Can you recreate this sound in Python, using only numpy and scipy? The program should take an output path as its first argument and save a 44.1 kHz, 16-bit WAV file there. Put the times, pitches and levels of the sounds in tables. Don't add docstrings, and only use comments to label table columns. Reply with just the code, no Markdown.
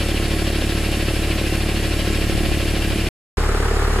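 import sys
import numpy as np
from scipy import signal
from scipy.fft import rfft, irfft
from scipy.io import wavfile
from scipy.ndimage import uniform_filter1d

SR = 44100
rng = np.random.default_rng(int(sys.argv[2]) if len(sys.argv) > 2 else 0)


def pcm_store(signal):
    levels = np.round(np.clip(np.atleast_2d(signal), -1, 1) * 32767)
    wavfile.write(sys.argv[1], SR, levels.astype(np.int16).T)


N = 176400
T, HZ = np.arange(N) / SR, np.fft.rfftfreq(N, 1 / SR)
FIRING_HZ, PUMP_HZ = 36.242, 13.122


def amp(db):
    return 10 ** (np.asarray(db) / 20)


def unit(x):
    return x / np.sqrt(np.mean(x ** 2) + 1e-20)


def curve(points, hz=HZ):
    points_hz, values = np.transpose(points)
    return np.interp(np.log(hz + 1), np.log(points_hz + 1), values)


def flicker(x, depth_db):
    bands = signal.stft(x, nperseg=1024)[2]
    drift = uniform_filter1d(rng.standard_normal(bands.shape[1:]), size=4, axis=0)
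    drift = unit(uniform_filter1d(drift, size=3, axis=1))
    return signal.istft(bands * amp(depth_db * drift))[1][:, :N]


def clicks(first_s, rate_hz, jitter_s=.0001, scatter_db=1.07):
    times_s = first_s % (1 / rate_hz) + np.arange(np.ceil(N / SR * rate_hz)) / rate_hz
    late, loud = rng.standard_normal((len(times_s), 2)).T
    samples = np.round((times_s + jitter_s * late) * SR).astype(int)
    return np.bincount(abs(samples), amp(scatter_db * loud), N)[:N]


def firing_swell(beat_s, depth, width_s=.006, alternate_db=-1):
    firing, phase = np.divmod((T - beat_s) * FIRING_HZ + .5, 1)
    offset_s = (phase - .5) / FIRING_HZ
    puffs = amp(alternate_db * (firing % 2)) * np.exp(-(offset_s / width_s) ** 2)
    return unit(1 + depth * puffs)


# (frequency [Hz], side minus mid [dB])
REEL_WIDTH = [(30, -0.5), (200, -19), (680, -12), (1250, -11.5), (2300, -9), (4300, -9.5), (5500, 1.5),
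              (7000, -10), (14000, -68.5)]
FIELD_WIDTH = [(30, -14), (200, -17), (680, -7), (1250, -8.5), (2300, -1), (4300, 2), (5500, 7.5),
               (7500, -9), (14000, -45)]
def stereo_noise(colour_db, width, source=None):
    if source is None:
        source = rng.standard_normal((2, N))
    spectra = rfft(source) * amp(colour_db)
    mid = irfft(spectra[0], N)
    side = irfft(spectra[1] * amp(curve(width)), N)
    return np.array([mid + side, mid - side]) / np.std(mid)


# (frequency [Hz], relative density [dB])
WIND_SPECTRUM = [(3, -18), (12, -6.5), (35, -0.5), (70, -8.5), (150, -13), (500, -61)]
# (time [s], level [dB])
GUSTS = [(0, -35), (.3, -42), (2.2, -35), (2.5, -24), (2.68, -35.5), (2.88, -28.5), (3.05, -37), (4, -40)]
def wind():
    level_db = np.interp(T, *np.transpose(GUSTS))
    return stereo_noise(curve(WIND_SPECTRUM), REEL_WIDTH) * amp(level_db)


# (frequency [Hz], relative density [dB])
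REEL_SPRAY = [(800, -2), (3000, -0.5), (5200, -1.5), (6400, -4.5), (7300, 1), (8100, -0.5), (8450, -3.5),
              (9000, 0.5), (10400, -.5), (12000, -5), (13500, -10.5), (14400, -9)]
FIELD_SPRAY = [(800, 4.5), (4000, 2), (6000, -3.5), (7100, 3), (7900, -1), (8250, 3.5), (8600, -1.5),
               (10500, -2), (12200, -10), (13500, -8), (14400, -20)]
def spray(beat_s, spectrum, width, level_db, drops_per_s=2500, spread_db=3.5):
    sizes = amp(spread_db * np.minimum(rng.exponential(1, (2, N)), 5))
    signs = rng.choice([-1, 1], (2, N))
    hits = rng.random((2, N)) < drops_per_s / SR
    mist = flicker(rng.standard_normal((2, N)), depth_db=2.2)
    water = mist + .44 * unit(sizes * signs * hits)
    return amp(level_db) * stereo_noise(curve(spectrum), width, water) * firing_swell(beat_s, depth=.11)


# (delay [s], relative level [dB])
KNOCKS = [(0, 2.5), (.027, -1.5), (.052, -4)]
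# (frequency [Hz], relative level [dB], t60 [s])
CASING_MODES = [(129.2, -1.5, 0.28), (235, -4, 0.23), (376, -5.5, .08), (550, 2, 0.078), (738, -5, 0.046),
                (1066, -10, .09)]
def pump_knocks(level_db, first_s=.012, alternate_db=-4):
    t = T[:SR // 4]
    casing = sum(amp(db - 60 * t / t60) * np.sin(2 * np.pi * hz * t) for hz, db, t60 in CASING_MODES)
    blows = sum(amp(db + turn * alternate_db) * clicks(first_s + delay_s + turn / PUMP_HZ, PUMP_HZ / 2)
                for delay_s, db in KNOCKS for turn in range(2))
    return amp(level_db) * unit(signal.fftconvolve(blows, casing)[:N])


# (frequency [Hz], relative density [dB])
CLATTER_SPECTRUM = [(500, -18), (950, -8.5), (1220, -12.5), (1600, -2.5), (2150, -4.5), (2900, 1),
                    (3650, -5), (4600, -8), (5600, -13), (7000, -35), (12000, -28)]
# (frequency [Hz], bandwidth [Hz], lift [dB])
CLATTER_RINGS = [(1064, 41, 9.1), (1320, 34, 10), (1658, 36, 5), (1835, 40, 4), (2025, 35, 3.5),
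                 (2390, 140, 5.8), (2710, 47, 7), (3900, 48, 5), (4390, 65, 7.5), (4540, 50, 6.5)]
def pump_clatter(level_db, swing_db=3, peak_s=.02, uneven_db=.3):
    rings_db = sum(db / (1 + (2 * (HZ - hz) / band_hz) ** 2) for hz, band_hz, db in CLATTER_RINGS)
    swell_db = swing_db * np.cos(2 * np.pi * PUMP_HZ * (T - peak_s))
    drift_db = uneven_db * unit(uniform_filter1d(rng.standard_normal(N), size=600))
    rattle = flicker(rng.standard_normal((2, N)), depth_db=1.2) * amp(swell_db + drift_db)
    return amp(level_db) * stereo_noise(curve(CLATTER_SPECTRUM) + rings_db, REEL_WIDTH, rattle)


# (frequency [Hz], relative density [dB])
REEL_ROAR = [(60, -10), (130, -7), (200, -2), (260, -9), (350, -6), (480, -9), (720, -8.5), (920, -21),
             (2000, -15), (5000, -28), (9000, -40.5)]
FIELD_ROAR = [(60, -1), (200, 4), (290, 1), (420, 2.5), (570, -4), (800, 0.5), (970, -4.5), (1200, 1),
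              (1750, -3.5), (2200, -10), (3200, -18), (5500, -41), (12000, -42)]
def engine_roar(beat_s, spectrum, width, level_db, swell):
    return amp(level_db) * stereo_noise(curve(spectrum), width) * firing_swell(beat_s, swell)


def pipe(pulses, response, pitch, size=8192):
    hz = abs(np.fft.fftfreq(size, 1 / SR))
    log_gain = np.log(amp(curve(response, hz / pitch)))
    minimum_phase = np.exp(np.conj(signal.hilbert(log_gain)))
    impulse = np.fft.ifft(minimum_phase).real
    return signal.fftconvolve(pulses, impulse[:size // 2])[:N]


# (delay [s], relative level [dB], pipe pitch [ratio])
REEL_CYLINDERS = [(0, 0, 0.938), (-.0003, -2.5, 1.06), (0, 1, .99), (.0002, 0, 1.0)]
FIELD_CYLINDERS = [(0.00082, 1, 1.014), (0.0009, -4, 1.015), (0.0016, 1, 0.988), (.0001, -4, 0.98)]
# (frequency [Hz], relative gain [dB])
REEL_PIPE = [(70, -42.5), (130, -6), (185, -1), (220, -3), (255, -9), (290, -3), (326, 2.5), (365, -2),
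             (430, -7), (490, -16), (750, -21), (1100, -41), (3000, -65.5)]
FIELD_PIPE = [(70, -37), (140, -14), (185, -4.5), (280, -16), (340, -3.5), (400, 3.5), (470, -1.5),
              (580, -19.5), (830, -16), (1000, -20), (1350, -18), (2200, -29), (5000, -73)]
def exhaust_bark(beat_s, cylinders, response, level_db, echo_s, echo_db=-14, early_s=.0015):
    barks = np.zeros(N)
    for k, (delay_s, db, pitch) in enumerate(cylinders):
        pulses = clicks(beat_s - early_s + k / FIRING_HZ + delay_s, FIRING_HZ / len(cylinders))
        barks += amp(db) * pipe(pulses, response, pitch)
    echo = amp(echo_db) * np.interp(T - echo_s, T, barks)
    return -amp(level_db) * unit(barks + echo)


REEL_THROB = [-25, -25.5, -29.5]
FIELD_THROB = [-20.5, -24, -30]
def exhaust_throb(beat_s, harmonics_db, lead_rad):
    phase = 2 * np.pi * FIRING_HZ * (T - beat_s)
    return -sum(np.sqrt(2) * amp(db) * np.cos(k * phase + lead_rad)
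                for k, db in enumerate(harmonics_db, 1))


def scene(cut_s=3.088, resume_s=3.371):
    reel_s, field_s = .0353, 3.3823
    air = wind()
    reel = (exhaust_throb(reel_s, REEL_THROB, lead_rad=.64)
            + exhaust_bark(reel_s, REEL_CYLINDERS, REEL_PIPE, level_db=-26.5, echo_s=.00926)
            + pump_knocks(level_db=-34)
            + pump_clatter(level_db=-31)
            + engine_roar(reel_s, REEL_ROAR, REEL_WIDTH, level_db=-30.5, swell=.48)
            + spray(reel_s, REEL_SPRAY, REEL_WIDTH, level_db=-35.5))
    field = (exhaust_throb(field_s, FIELD_THROB, lead_rad=.37)
             + exhaust_bark(field_s, FIELD_CYLINDERS, FIELD_PIPE, level_db=-28, echo_s=.0125)
             + engine_roar(field_s, FIELD_ROAR, FIELD_WIDTH, level_db=-26.5, swell=.51)
             + spray(field_s, FIELD_SPRAY, FIELD_WIDTH, level_db=-36))
    return (reel + air) * (T < cut_s) + (field + air) * (T > resume_s)


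def record(dry):
    lowpass = signal.firwin(511, 14400, window=("kaiser", 9), fs=SR)
    return signal.oaconvolve(dry, lowpass[None], "same")


dry = scene()
out = record(dry)
pcm_store(out)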